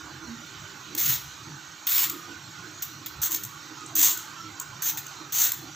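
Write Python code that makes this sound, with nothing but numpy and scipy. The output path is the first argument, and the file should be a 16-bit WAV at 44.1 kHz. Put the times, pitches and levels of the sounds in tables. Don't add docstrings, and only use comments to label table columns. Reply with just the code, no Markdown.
import sys
import numpy as np
from scipy import signal
from scipy.fft import rfft, irfft, next_fast_len
from scipy.io import wavfile
from scipy.ndimage import uniform_filter1d, map_coordinates

SR = 44100
rng = np.random.default_rng(int(sys.argv[2]) if len(sys.argv) > 2 else 0)


def attenuation_scalar(level_db):
    decades = np.asarray(level_db, float) / 20
    return 10 ** decades


def transcribe(u):
    v = np.clip(np.atleast_2d(u).T, -1, 1)
    q = np.round(v * 32767).astype(np.int16)
    wavfile.write(sys.argv[1], SR, q)


N = 253663
T = np.arange(N) / SR

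# (valve opens [s], flow crests [s], valve shuts [s])
PRESSES = [
    (.977, 1.1, 1.172),
    (1.868, 2.01, 2.072),
    (3.217, 3.244, 3.284),
    (3.305, 3.35, 3.376),
    (3.952, 4.034, 4.132),
    (4.82, 4.897, 4.917),
    (5.322, 5.428, 5.492),
]
# (jet at opening [dB], jet at crest [dB], low cap mode over jet [dB],
# high cap mode over jet [dB], splash over jet [dB])
PRESS_AIM = [
    (-19, -16, -16.5, -20, -17),
    (-24, -13, -22.5, -18.5, -17),
    (-19, -15.5, -15, -17, -21),
    (-29, -23.5, -13.5, -17, -19.5),
    (-23.5, -10.5, -14.5, -15, -19),
    (-27, -18.5, -12, -15.5, -16.5),
    (-29, -13.5, -11, -15, -17.5),
]


def unit(x):
    return x / np.sqrt(np.mean(x ** 2) + 1e-20)


def along(points, hz):
    f, v = np.transpose(points)
    return np.interp(np.log(hz + 1), np.log(f + 1), v)


def wobble(rate_hz):
    knots = rng.standard_normal(int(N * rate_hz / SR) + 4)
    return map_coordinates(knots, [T * rate_hz])


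def filtered(x, response):
    m = next_fast_len(N + 8192)
    return irfft(rfft(x, m) * response(np.fft.rfftfreq(m, 1 / SR)), m)[..., :N]


def patchy(patchy_db, channels, size=512):
    z = signal.stft(rng.standard_normal((channels, N)), nperseg=size)[2]
    field = uniform_filter1d(rng.standard_normal(z.shape[1:]), size=5, axis=0)
    field = uniform_filter1d(field, size=5000 // size + 1, axis=1)
    return signal.istft(z * attenuation_scalar(patchy_db * unit(field)), nperseg=size)[1][:, :N]


def background(spectrum, patchy_db, ripple_db):
    # (frequency [Hz], left minus right [dB])
    lean = [(60, .3), (200, -.6), (310, -7), (600, -5), (1300, -12.5), (2400, -10), (4400, -8.5),
            (8100, 5.5), (15000, 3)]
    # (frequency [Hz], likeness of the channels [0-1])
    alike = [(60, 0.98), (130, 0.99), (290, 0.99), (640, 0.99), (1410, 0.92), (3100, 0.93), (6820, 1),
             (15000, 0.51)]
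    knots = rng.standard_normal(200)

    def mid_side(hz):
        ripple = ripple_db * map_coordinates(knots, [hz / 120])
        turn = np.arccos(np.clip(along(alike, hz), 0, 1)) / 2
        return attenuation_scalar(along(spectrum, hz) + ripple) * [np.cos(turn), np.sin(turn)]

    mid, side = filtered(patchy(patchy_db, channels=2, size=1536), mid_side)
    pair = np.array([mid + side, mid - side])
    pair = filtered(pair, lambda hz: attenuation_scalar(along(lean, hz) * [[.5], [-.5]]))
    return pair / np.std(pair.mean(0))


def fan():
    # (frequency [Hz], level [dB per Hz])
    rush_colour = [(240, -55), (400, -2), (411, -25.5), (463, -19), (858, -8), (1260, -3), (1320, -6.5),
                   (1440, -2.5), (2100, -15.5), (2730, -16.5), (4620, -120)]
    # (frequency [Hz], level [dB per Hz])
    hiss_colour = [(1000, -20), (1900, -10), (2400, -6), (2900, -6), (4450, -3), (4950, -9), (5550, -2),
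                   (6600, -2), (7500, -6), (8500, -22), (9250, -38), (10300, -29), (11450, -36),
                   (11750, -21), (15500, -17)]
    pressing_s = .12
    pressing = sum(np.exp(-((T - shuts_s) / pressing_s) ** 2) * attenuation_scalar(crest_db + 14)
               for (_, _, shuts_s), (_, crest_db, *_) in zip(PRESSES, PRESS_AIM))
    rush_db = -48.5 + 2 * pressing + .9 * wobble(9)
    rush = attenuation_scalar(rush_db) * background(rush_colour, patchy_db=3.2, ripple_db=1.5)
    hiss_db = -47 - 3 * pressing + 0.76 * wobble(7)
    hiss = attenuation_scalar(hiss_db) * background(hiss_colour, patchy_db=3.1, ripple_db=1.5)
    return rush + hiss


def swells(times_s, peaks_db, hum_db, swell_db_per_s):
    t = T[::100]
    blows = sum(attenuation_scalar(db - swell_db_per_s * abs(t - s)) ** 2 for s, db in zip(times_s, peaks_db))
    return 10 * np.log10(np.interp(T, t, blows) + attenuation_scalar(hum_db + 2.2 * wobble(8)) ** 2)


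def thuds():
    # (time [s], boom level [dB], thump level [dB])
    blows = [(.06, -54, -55.5), (.16, -47.5, -64), (.27, -48, -53), (.37, -50, -55), (.61, -47, -56),
             (.89, -46.5, -68), (1.1, -37.5, -51), (1.16, -50, -57), (1.28, -62, -52.5), (1.5, -43.5, -62),
             (1.95, -55, -65), (2.11, -48, -70), (2.37, -61, -62), (2.5, -51, -70), (2.63, -55, -64),
             (3.2, -48, -49), (3.46, -47.5, -70), (4.08, -53, -70), (4.45, -45.5, -72), (4.71, -49, -66),
             (4.93, -58, -77), (5.25, -55, -67), (5.65, -66, -61)]
    # (time [s], drone level [dB])
    knocks = [(.05, -47), (.16, -46.5), (.26, -44), (.36, -49), (.77, -50), (.96, -42), (1.1, -48),
              (1.5, -45), (2.02, -46), (2.16, -42.5), (2.3, -43), (2.36, -53), (2.65, -48), (3.33, -49),
              (3.72, -47), (3.85, -47.5), (3.99, -44.5), (4.13, -48.5), (4.31, -55), (5.22, -49),
              (5.65, -45.5)]
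    # (frequency [Hz], level [dB per Hz])
    thump_colour = [(15, -40), (30, -9), (50, -9), (75, 9), (90, -2), (130, -40)]
    # (frequency [Hz], level [dB per Hz])
    boom_colour = [(50, -50), (85, -10), (100, 0), (118, -4), (138, 2), (200, -12), (260, -18), (400, -60)]
    # (frequency [Hz], level [dB per Hz])
    drone_colour = [(120, -36), (200, -15), (226, -4.5), (258, -7.5), (312, 7), (388, -8.5), (430, -16),
                    (480, -13), (620, -28), (1060, -120)]
    times_s, booms_db, thumps_db = np.transpose(blows)
    thump_db = swells(times_s, thumps_db, hum_db=-75.5, swell_db_per_s=157)
    boom_db = swells(times_s, booms_db, hum_db=-55.5, swell_db_per_s=201) + 1.1 * wobble(18)
    drone_db = swells(*np.transpose(knocks), hum_db=-57.5, swell_db_per_s=210) + 1.5 * wobble(22)
    thump = attenuation_scalar(thump_db) * background(thump_colour, patchy_db=1.2, ripple_db=0)
    boom = attenuation_scalar(boom_db) * background(boom_colour, patchy_db=1.2, ripple_db=0)
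    drone = attenuation_scalar(drone_db) * background(drone_colour, patchy_db=1.2, ripple_db=0)
    return thump + boom + drone


def far_notes():
    # (time [s], frequency [Hz], width [Hz], level [dB], half length [s])
    hoots = [(.34, 235, 8, -42, .08), (.09, 950, 450, -50, .04), (.1, 1550, 250, -52, .12),
             (.65, 620, 40, -59, .03), (2.2, 1230, 60, -51, .1), (3.82, 1250, 30, -48, .04),
             (3.92, 680, 60, -57, .03), (4.07, 1050, 250, -45, .06), (4.43, 1340, 35, -43.5, .06),
             (4.61, 1050, 120, -50, .04), (4.93, 900, 150, -51, .08), (5.66, 760, 120, -56, .05)]
    notes = np.zeros(N)
    for s, hz, width_hz, db, half_s in hoots:
        narrow = filtered(rng.standard_normal(N), lambda f: np.exp(-((f - hz) / width_hz) ** 2))
        swell = np.exp(-((T - s) / half_s) ** 4)
        rms = np.sqrt(np.sum((swell * narrow) ** 2) / np.sum(swell ** 2))
        notes += attenuation_scalar(db) * swell * narrow / rms
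    return notes * attenuation_scalar(np.array([[-3.5], [2.5]]))


def flow(opens_s, crests_s, shuts_s, opening_db, crest_db):
    to_come = 1 - np.clip((T - opens_s) / (crests_s - opens_s), 0, 1) ** 0.41
    fall_db = 19.5 * np.clip((T - crests_s) / (shuts_s - crests_s), 0, 1) ** 2.12
    return crest_db - (crest_db - opening_db) * to_come, fall_db, to_come


def valve():
    # (time [s], jet [dB], cap modes [dB], splash [dB], valve open [ms])
    spits = [(.95, -9.5, -26.5, -28.5, 3.7), (1.0005, -17, -32, -44, 2.1), (1.87, -14, -34, -29.5, 9.4),
             (2.0972, -10.5, -26.5, -29.5, 7), (2.823, -12, -26, -29, 16.4),
             (3.0609, -15, -32.5, -29.5, 12), (3.2324, -16, -35, -34, 3.3), (3.309, -18, -36, -44, 4),
             (3.3182, -6.5, -32, -30, 3), (3.3264, -14, -32, -32, 3.2), (3.346, -9, -30, -30, 4.3),
             (3.4357, -16, -26.5, -37, 6.6), (3.4492, -12, -30, -43, 2.4), (3.9535, -10, -31, -51, 5.2),
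             (4.1737, -20, -30, -40, 8), (4.599, -17, -24, -43, 4.2), (4.822, -14, -34, -49, 3),
             (4.973, -13, -28, -28, 21), (5.067, -26, -30.5, -42, 2.5), (5.3238, -26, -43, -52, 2),
             (5.493, -14, -33, -33, 3), (5.5188, -7, -23, -27.5, 3.8)]
    # (time [s], level [dB])
    ticks = [
        (3.5568, -55),
        (3.808, -34.5),
        (3.8621, -29),
    ]
    fade_share = [0.81, 0.97, 0.6, 0.52]
    build_db = [-2, 1, 1.5]
    spit_db = [-1, -0.5]
    # jet, low mode, high mode, splash [s]
    empty_s = [.035, .04, .04, 0.14]
    tick_db, tick_ms = np.array([-33, -17, -0.5, -21]), 2.3

    gain = np.zeros((4, N))
    sputter_db = 1.0 * wobble(90) + 1.3 * wobble(300)
    for press, (opening_db, crest_db, *aim_db) in zip(PRESSES, PRESS_AIM):
        opens_s, _, shuts_s = press
        jet_db, fall_db, to_come = flow(*press, opening_db, crest_db)
        over_db = np.c_[[0, *aim_db]] - np.outer([0, *build_db], to_come) - np.outer(fade_share, fall_db)
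        opening = np.clip((T - opens_s) / .0008, 0, 1)
        emptying = attenuation_scalar(-60 * np.maximum(T - shuts_s, 0) / np.c_[empty_s])
        gain += opening * emptying * attenuation_scalar(jet_db + sputter_db + over_db)

    shorts = [(s, np.r_[jet_db, cap_db + np.array(spit_db), splash_db], ms)
              for s, jet_db, cap_db, splash_db, ms in spits]
    shorts += [(s, db + tick_db, tick_ms) for s, db in ticks]
    for s, db, ms in shorts:
        span = slice(round((s - .001) * SR), round((s + .03) * SR))
        t = T[span] - s
        opening = np.clip((t + .0007) / .001, 0, 1)
        sag_db = .45 * np.clip(1000 * t, 0, ms)
        emptying_db = 60 * np.maximum(t - ms / 1000, 0) / .004
        gain[:, span] += opening * attenuation_scalar(-emptying_db - sag_db) * attenuation_scalar(db[:, None] - 7)
    return gain


def spray():
    # (frequency [Hz], level [dB per Hz])
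    jet_colour = [(8000, -40), (9200, -25), (10100, -19), (11300, -24), (12200, -13), (13200, -9),
                  (14300, -2), (15500, 0)]
    # (frequency [Hz], level [dB per Hz])
    cap_low_colour = [(4600, -45), (5600, -9), (6000, -0.5), (6500, 5.5), (6900, -2), (8000, -47)]
    # (frequency [Hz], level [dB per Hz])
    cap_high_colour = [(5800, -66), (6600, -3.5), (7100, 3.5), (7600, 0.5), (8400, -7), (8900, -11),
                       (9600, -35), (11500, -48)]
    # (frequency [Hz], level [dB per Hz])
    splash_colour = [(400, -40), (750, -20), (1100, -8), (2200, -4), (2700, -7), (3200, -1), (4200, 0),
                     (4800, -4), (5600, -2), (7000, -30)]
    colours = (jet_colour, cap_low_colour, cap_high_colour, splash_colour)
    droplet_shares = (0.15, 0.17, 0.13, 0.16)
    droplets_db = 3.3 * wobble(1300)
    can = np.zeros(N)
    for gain, colour, share in zip(valve(), colours, droplet_shares):
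        eddies = patchy(1.2, channels=1)[0]
        layer = filtered(attenuation_scalar(share * droplets_db) * eddies, lambda hz: attenuation_scalar(along(colour, hz)))
        can += gain * unit(layer)
    return can


def near(x):
    # (delay [ms], level [dB])
    echoes = [(1.1, -17), (2.7, -17), (7.5, -19), (14.6, -12), (19, -15), (24, -15)]
    return filtered(x, lambda hz: 1 + sum(attenuation_scalar(db) * np.exp(-2j * np.pi * hz * ms / 1000) for ms, db in echoes))


def room(x):
    # (frequency [Hz], time to fall 60 dB [s])
    t60 = [(500, 0.24), (3000, 0.84), (7000, 0.5), (10000, 0.48), (12000, 0.45), (15000, 0.31)]
    wet, step, delay = np.zeros((2, N + 2 * SR)), SR // 4, 500
    for start in range(0, N, step):
        hz, t, z = signal.stft(rng.standard_normal((2, SR * 3 // 4)), SR, nperseg=256)
        decay = attenuation_scalar(-60 * t / along(t60, hz)[:, None])
        mid, side = signal.istft(z * decay, SR, nperseg=256)[1]
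        tail = (mid + attenuation_scalar(-20) * np.outer([1, -1], side)) / np.linalg.norm(mid)
        answer = signal.fftconvolve(x[None, start:start + step], tail, axes=1)
        wet[:, start + delay:start + delay + answer.shape[1]] += answer
    return wet[:, :N]


def scene():
    backdrop = fan() + thuds() + far_notes()
    can = spray()
    return backdrop + attenuation_scalar(-0.82) * near(can) + attenuation_scalar(-11) * room(can)


def gate(x, low_hz, high_hz, under_db, top_db):
    hz, _, z = signal.stft(x, SR, nperseg=2048)
    power = uniform_filter1d(abs(z.mean(0)) ** 2, size=7, axis=0)
    power = uniform_filter1d(power, size=2, axis=1)
    masker = power[(hz > high_hz) & (hz < 1.15 * high_hz)].mean(0)
    threshold = np.minimum(masker * attenuation_scalar(under_db) ** 2, attenuation_scalar(top_db) ** 2)
    in_band = (hz > low_hz) & (hz < high_hz)
    quiet = (power < threshold) & in_band[:, None]
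    return signal.istft(z * ~quiet, SR, nperseg=2048)[1][:, :N]


def low_pass(x):
    return signal.sosfilt(signal.butter(12, 16640, fs=SR, output="sos"), x)


def record(dry):
    limited = filtered(dry, lambda hz: 1 / (1 + (hz / 15500) ** 300))
    kept = gate(limited, low_hz=8700, high_hz=11800, under_db=-12, top_db=-87)
    return low_pass(kept)


dry = scene()
out = record(dry)
transcribe(out)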